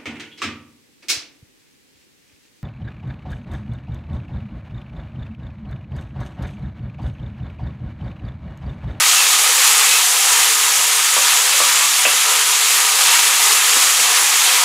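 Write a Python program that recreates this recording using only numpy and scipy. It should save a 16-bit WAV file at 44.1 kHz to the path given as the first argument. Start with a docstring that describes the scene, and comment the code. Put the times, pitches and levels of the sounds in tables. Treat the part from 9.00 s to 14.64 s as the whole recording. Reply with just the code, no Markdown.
"""A dense, bright sizzle: diced vegetables fry in a steel pan while a wooden spatula stirs them.
Countless steam bubbles burst in the hot oil and blend into a hiss; larger ones add a lower roar,
and the sizzle flares as strokes turn wet food onto the steel. The pan's modes hum with the boiling,
sing under the dragging spatula and ring at its knocks. Beneath lie a faint kitchen rumble and a few
dull thumps. One close microphone feeds both channels."""
import sys
import numpy as np
from scipy import signal
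from scipy.fft import rfft, irfft
from scipy.io import wavfile
from scipy.ndimage import uniform_filter1d, minimum_filter1d

SR = 44100
rng = np.random.default_rng(int(sys.argv[2]) if len(sys.argv) > 2 else 0)


def master_out(mix):
    """Clip the mix to full scale and print it as 16-bit PCM to the path in sys.argv[1]."""
    frames = np.transpose(np.atleast_2d(mix))
    ceiling = np.clip(frames, -1, 1)
    pcm = np.round(ceiling * 32767).astype(np.int16)
    wavfile.write(sys.argv[1], SR, pcm)


N = 248724

# sizzle between strokes: (time [s], hiss level [dB], roar level [dB], hum level [dB])
SIZZLE_LEVELS = [(0.0, -14.5, -16.5, -27), (1.0, -15, -19, -27), (1.9, -16, -19.5, -29),
                 (3.5, -16.5, -19, -28), (4.4, -15.5, -18.5, -27), (5.64, -14.5, -17.5, -27)]
# strokes turning wet food: (start [s], length [s], hiss flare [dB], roar flare [dB], hum flare [dB])
STROKE_FLARES = [(0.037, 0.23, 0.5, 0, 0.5), (.57, .1, 3, 3.1, 0.5), (0.727, 0.22, 1.2, 1.8, 0),
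                 (1.245, 0.23, 1, 1.3, 2.5), (2.204, 0.14, 1, 2.3, 1), (2.5, 0.33, 0.5, 1.2, 1.5),
                 (3.236, 0.054, -0.2, 0.2, 4.5), (3.635, .14, 2.1, 0.52, 0.5), (3.962, 0.24, 2, 2.6, 3),
                 (4.38, 0.15, 2.5, 1.3, 2.5), (4.686, 0.15, 1, 1.5, 2), (5.02, 0.12, 0, 0.41, 2),
                 (5.414, .1, -0.7, 2, 1)]
# spectrum of the tiny bubbles, before the treble tilt: (frequency [Hz], relative density [dB])
HISS_SPECTRUM = [(1500, -42), (3000, -10), (4300, -5.5), (5400, -4), (6900, 2), (8000, 0.4), (9000, -1.5),
                 (10300, -1), (12000, -5.5), (14000, -9.5), (16000, -13.5)]
# spectrum of the larger bubbles: (frequency [Hz], relative density [dB])
ROAR_SPECTRUM = [(300, -71), (680, -35), (760, -13.5), (1100, -4), (1500, -4), (2200, -1.5), (3300, -0.9),
                 (4200, -4), (6000, -9), (9000, -45)]
# pan modes: (frequency [Hz], decay time t60 [s], weight in hum [dB], weight in knock or scrape [dB])
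PAN_MODES = [(267, .17, -27, -4), (324, .16, -23, -5), (392, .11, -19, -5), (445, .17, -11.5, -12),
             (522, .12, -11, -1), (590, .1, -17, -3), (640, .1, -17, -4), (727, .1, -7, -7),
             (785, .09, -7, -12), (850, .09, -8.5, -9), (924, .14, -6, -14), (975, .11, -2, -7),
             (1090, .06, -6, -12), (1245, .05, 1.5, -9), (1330, .05, -4, -9), (1740, .04, -7, -14),
             (2000, .05, -9, -12), (2240, .05, -9, -8), (2890, .06, -12, -5), (3150, .05, -10, -5),
             (1160, .17, -7, -1.5), (2557, .2, -14, -7), (2676, .15, -8, -3)]
# spatula blows and their drive to four groups of modes:
# (time [s], near 300 Hz [dB], near 550 Hz [dB], near 1200 Hz [dB], near 2700 Hz [dB])
SPATULA_KNOCKS = [(0.199, -57, -45, -34, -17), (0.681, -54, -40, -23, -24), (2.165, -34, -21.5, -15, -35),
                  (2.602, -34, -18.5, -13.5, -33), (2.808, -55, -39, -15.5, -18),
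                  (3.052, -27, -17.5, -20, -7.5), (3.134, -44, -30, -34, -35),
                  (4.753, -25.5, -26, -26, -31), (4.998, -37, -28.5, -26, -18)]
# spatula edge dragging over bare steel: (start [s], length [s], level [dB])
SPATULA_SCRAPES = [(.06, .17, -25), (.62, .09, -26), (.79, .2, -26), (1.27, .12, -26), (2.8, .06, -30),
                   (3.67, .05, -28), (4.02, .1, -27), (4.2, .09, -31), (4.33, .08, -31), (4.43, .08, -32),
                   (4.54, .09, -26), (5.44, .08, -25)]
# brief, dull low thumps: (time [s], peak level [dB])
LOW_THUMPS = [(0.223, -59), (0.554, -42), (4.746, -52)]
# spectrum of the kitchen rumble: (frequency [Hz], relative density [dB])
RUMBLE_SPECTRUM = [(20, -9), (65, -8), (100, -1), (200, -2), (260, 0.7), (400, -25)]


def bubble_hiss():
    """Superposition: tiny steam bubbles burst so densely that they blend; larger spits poke out."""
    pops = crackle(click_share=0.63, per_s=2500, spread_db=-1)
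    hiss = patchy(coloured(pops, HISS_SPECTRUM), patch_db=0.74, flicker_db=0.4, tilt_db_per_oct=-2.24)
    return sizzle_envelope(layer=0) * hiss


def bubble_roar():
    """Resonance falls with size: larger bubbles make a lower roar."""
    pops = crackle(click_share=0.36, per_s=900, spread_db=1)
    roar = patchy(coloured(pops, ROAR_SPECTRUM), patch_db=0.9, flicker_db=0.3)
    return sizzle_envelope(layer=1) * roar


def pan_hum():
    """Forced vibration: boiling shakes each mode at its own spots, so the modal powers add."""
    freqs = np.fft.rfftfreq(N, 1 / SR)
    power = 0
    for hz, t60, db, _ in PAN_MODES:
        width_hz = np.log(1000) / (np.pi * t60)
        detuning = 0.89 * (freqs - hz) / width_hz
        power += gain_of(db) ** 2 * t60 / (1 + detuning ** 2) ** 2  # steep skirts
    hum = irfft(rfft(rng.standard_normal(N)) * np.sqrt(power), N)
    # moving food damps the steel unevenly, so the hum wavers
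    frames = signal.stft(hum, nperseg=2048, noverlap=1536)[2]
    waver_db = 2.6 * smooth_field(frames.shape, bins=4, frames=14)
    hum = signal.istft(frames * gain_of(waver_db), nperseg=2048, noverlap=1536)[1][:N]
    return sizzle_envelope(layer=2) * patchy(hum, patch_db=0.42, flicker_db=0.24)


def spatula_knocks():
    """Impact excitation: a blow rings every mode; where it lands sets the share of low and high."""
    out, t = np.zeros(N + SR), np.arange(8000) / SR
    group_edges_hz, swell_cycles = [400, 440, 750, 850, 1800, 2000], 0.35
    draws = rng.random((len(SPATULA_KNOCKS), len(PAN_MODES) + 400))
    for (start, *group_db), draw in zip(SPATULA_KNOCKS, draws):
        edge_db = np.repeat(group_db, 2)[1:-1]
        knock = np.zeros(len(t))
        for (hz, t60, _, db), chance in zip(PAN_MODES, draw):
            drive_db = np.interp(hz, group_edges_hz, edge_db) - 2.1 * (1 - chance)
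            swell = (1 - np.exp(-t * hz / swell_cycles)) ** 2
            knock += gain_of(db + drive_db) * swell * damped_mode(hz, t60)
        noise = draw[-400:] - 0.5
        steel_crack = transient(noise, band_hz=[2000, 3600], decay_s=0.004)
        wood_tock = transient(noise[::-1], band_hz=[500, 1500], decay_s=0.0025)
        knock[:400] += gain_of(group_db[3] + 22) * steel_crack + gain_of(group_db[1] + 33) * wood_tock
        out[round(start * SR):][:len(t)] += knock
    return out[:N]


def spatula_scrapes():
    """Stick-slip friction: wood slipping on steel drives the upper modes, most those that ring long."""
    pressure = np.zeros(N)
    for start, length, db in SPATULA_SCRAPES:
        drag = signal.windows.tukey(round(length * SR), 0.4)
        pressure[round(start * SR):][:len(drag)] += gain_of(db) * drag
    response = sum(t60 * gain_of(db) * damped_mode(hz, t60) for hz, t60, _, db in PAN_MODES if hz > 2500)
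    slips = crackle(click_share=0.73, per_s=300, spread_db=3)
    return signal.oaconvolve(slips * pressure, response / np.linalg.norm(response))[:N]


def wall_reflections(direct, t60=0.32, delay_s=0.008, level_db=-9):
    """Reverberation: hard kitchen walls return a sound as a short, dense tail."""
    t = np.arange(SR // 3) / SR
    tail = rng.standard_normal(len(t)) * gain_of(-60 * t / t60) * (t > delay_s)
    return gain_of(level_db) * signal.oaconvolve(direct, tail / np.linalg.norm(tail))[:N]


def low_thumps(rise_s=0.0014):
    """Pulse bandwidth: one rounded pulse holds mostly bass, so each is heard as a brief, dull thump."""
    out, age = np.zeros(N + SR), np.arange(2000) / SR / rise_s
    for start, db in LOW_THUMPS:
        out[round(start * SR):][:len(age)] += gain_of(db) * age * np.exp(1 - age)
    return out[:N]


def kitchen_rumble(level_db=-60, drift_db=3.3):
    """Ambient noise: a low rumble whose level drifts at random."""
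    rumble = coloured(rng.standard_normal(N), RUMBLE_SPECTRUM)
    drift = unit_rms(uniform_filter1d(rng.standard_normal(N), size=5000))
    return gain_of(level_db + drift_db * drift) * rumble


def sizzle_envelope(layer, rise_s=0.054, settle_s=0.094):
    """Evaporation: wet food on hot steel flares a layer (0 hiss, 1 roar, 2 hum), which then settles."""
    t = np.arange(N) / SR
    times, *levels = np.transpose(SIZZLE_LEVELS)
    level_db = np.interp(t, times, levels[layer])
    for start, length, *flare_db in STROKE_FLARES:
        rise = (t - start) / rise_s
        settle = 1 + (start + length - t) / settle_s
        level_db += flare_db[layer] * np.clip(np.minimum(rise, settle), 0, 1)
    return gain_of(level_db)


def crackle(click_share, per_s, spread_db):
    """Shot noise: random clicks of uneven size stand on a bed of white noise."""
    bed = rng.standard_normal(N)
    sizes = gain_of(spread_db * np.minimum(rng.exponential(1, N), 3))
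    clicks = sizes * rng.standard_normal(N) * (rng.random(N) < per_s / SR)
    return unit_rms(bed + click_share * unit_rms(clicks))


def patchy(x, patch_db, flicker_db, tilt_db_per_oct=0):
    """Random modulation: each spot boils on its own, so bands swell and fade and the whole flickers."""
    hz, times, frames = signal.stft(x, SR, nperseg=256, noverlap=192)
    patches = smooth_field(frames.shape, bins=9, frames=28)
    flicker = unit_rms(uniform_filter1d(rng.standard_normal(len(times)), size=22))
    treble_octaves = np.log2(np.maximum(hz, 6000) / 6000)[:, None]
    frames *= gain_of(patch_db * patches + flicker_db * flicker + tilt_db_per_oct * treble_octaves)
    return unit_rms(signal.istft(frames, SR, nperseg=256, noverlap=192)[1][:N])


def damped_mode(hz, t60):
    """Free vibration: one mode of the steel falls by 60 dB in t60 seconds."""
    t = np.arange(8000) / SR
    return gain_of(-60 * t / t60) * np.sin(2 * np.pi * hz * t)


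def transient(noise, band_hz, decay_s):
    """Modal overlap: many fast-dying modes merge into a brief band of noise."""
    band = signal.lfilter(*signal.butter(2, band_hz, "bandpass", fs=SR), noise)
    return band * np.exp(-np.arange(len(noise)) / SR / decay_s)


def coloured(x, spectrum):
    """Spectral shaping: filters by a curve drawn on a log-frequency axis, at unit rms."""
    hz, db = np.transpose(spectrum)
    freqs = np.fft.rfftfreq(N, 1 / SR)
    shape_db = np.interp(np.log(freqs + 1), np.log(hz), db)
    return unit_rms(irfft(rfft(x) * gain_of(shape_db), N))


def smooth_field(shape, bins, frames):
    """Correlated noise: random values averaged over neighbouring frequencies and times."""
    across_pitch = uniform_filter1d(rng.standard_normal(shape), size=bins, axis=0)
    return unit_rms(uniform_filter1d(across_pitch, size=frames, axis=1))


def gain_of(db):
    """Decibel law: a level as an amplitude factor."""
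    return 10 ** (np.asarray(db) / 20)


def unit_rms(x):
    """Normalisation: scales to an rms of 1."""
    return x / np.sqrt(np.mean(x ** 2) + 1e-20)


def scene():
    """Filtering: the microphone's steep low cut removes the bass from the sizzle, knocks and scrapes."""
    sizzle = bubble_hiss() + bubble_roar() + pan_hum()
    scrapes, knocks = spatula_scrapes(), spatula_knocks()
    low_cut = signal.butter(8, 240, "highpass", fs=SR, output="sos")
    pan = signal.sosfilt(low_cut, sizzle + scrapes + knocks + wall_reflections(knocks))
    return np.tile(pan + low_thumps() + kitchen_rumble(), (2, 1))


def record(dry, ceiling=0.95, cutoff_hz=15620):
    """Peak and band limiting: the gain dips briefly at peaks over the ceiling; a low-pass follows."""
    safe_gain = np.minimum(ceiling / (np.abs(dry) + 1e-9), 1)
    gain = minimum_filter1d(safe_gain, size=241, axis=1)
    for _ in range(2):
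        gain = uniform_filter1d(gain, size=121, axis=1)
    low_pass = signal.firwin(1023, cutoff_hz, window=("kaiser", 9), fs=SR)
    return signal.oaconvolve(dry * gain, low_pass[None], "same")


dry = scene()
out = record(dry)
master_out(out)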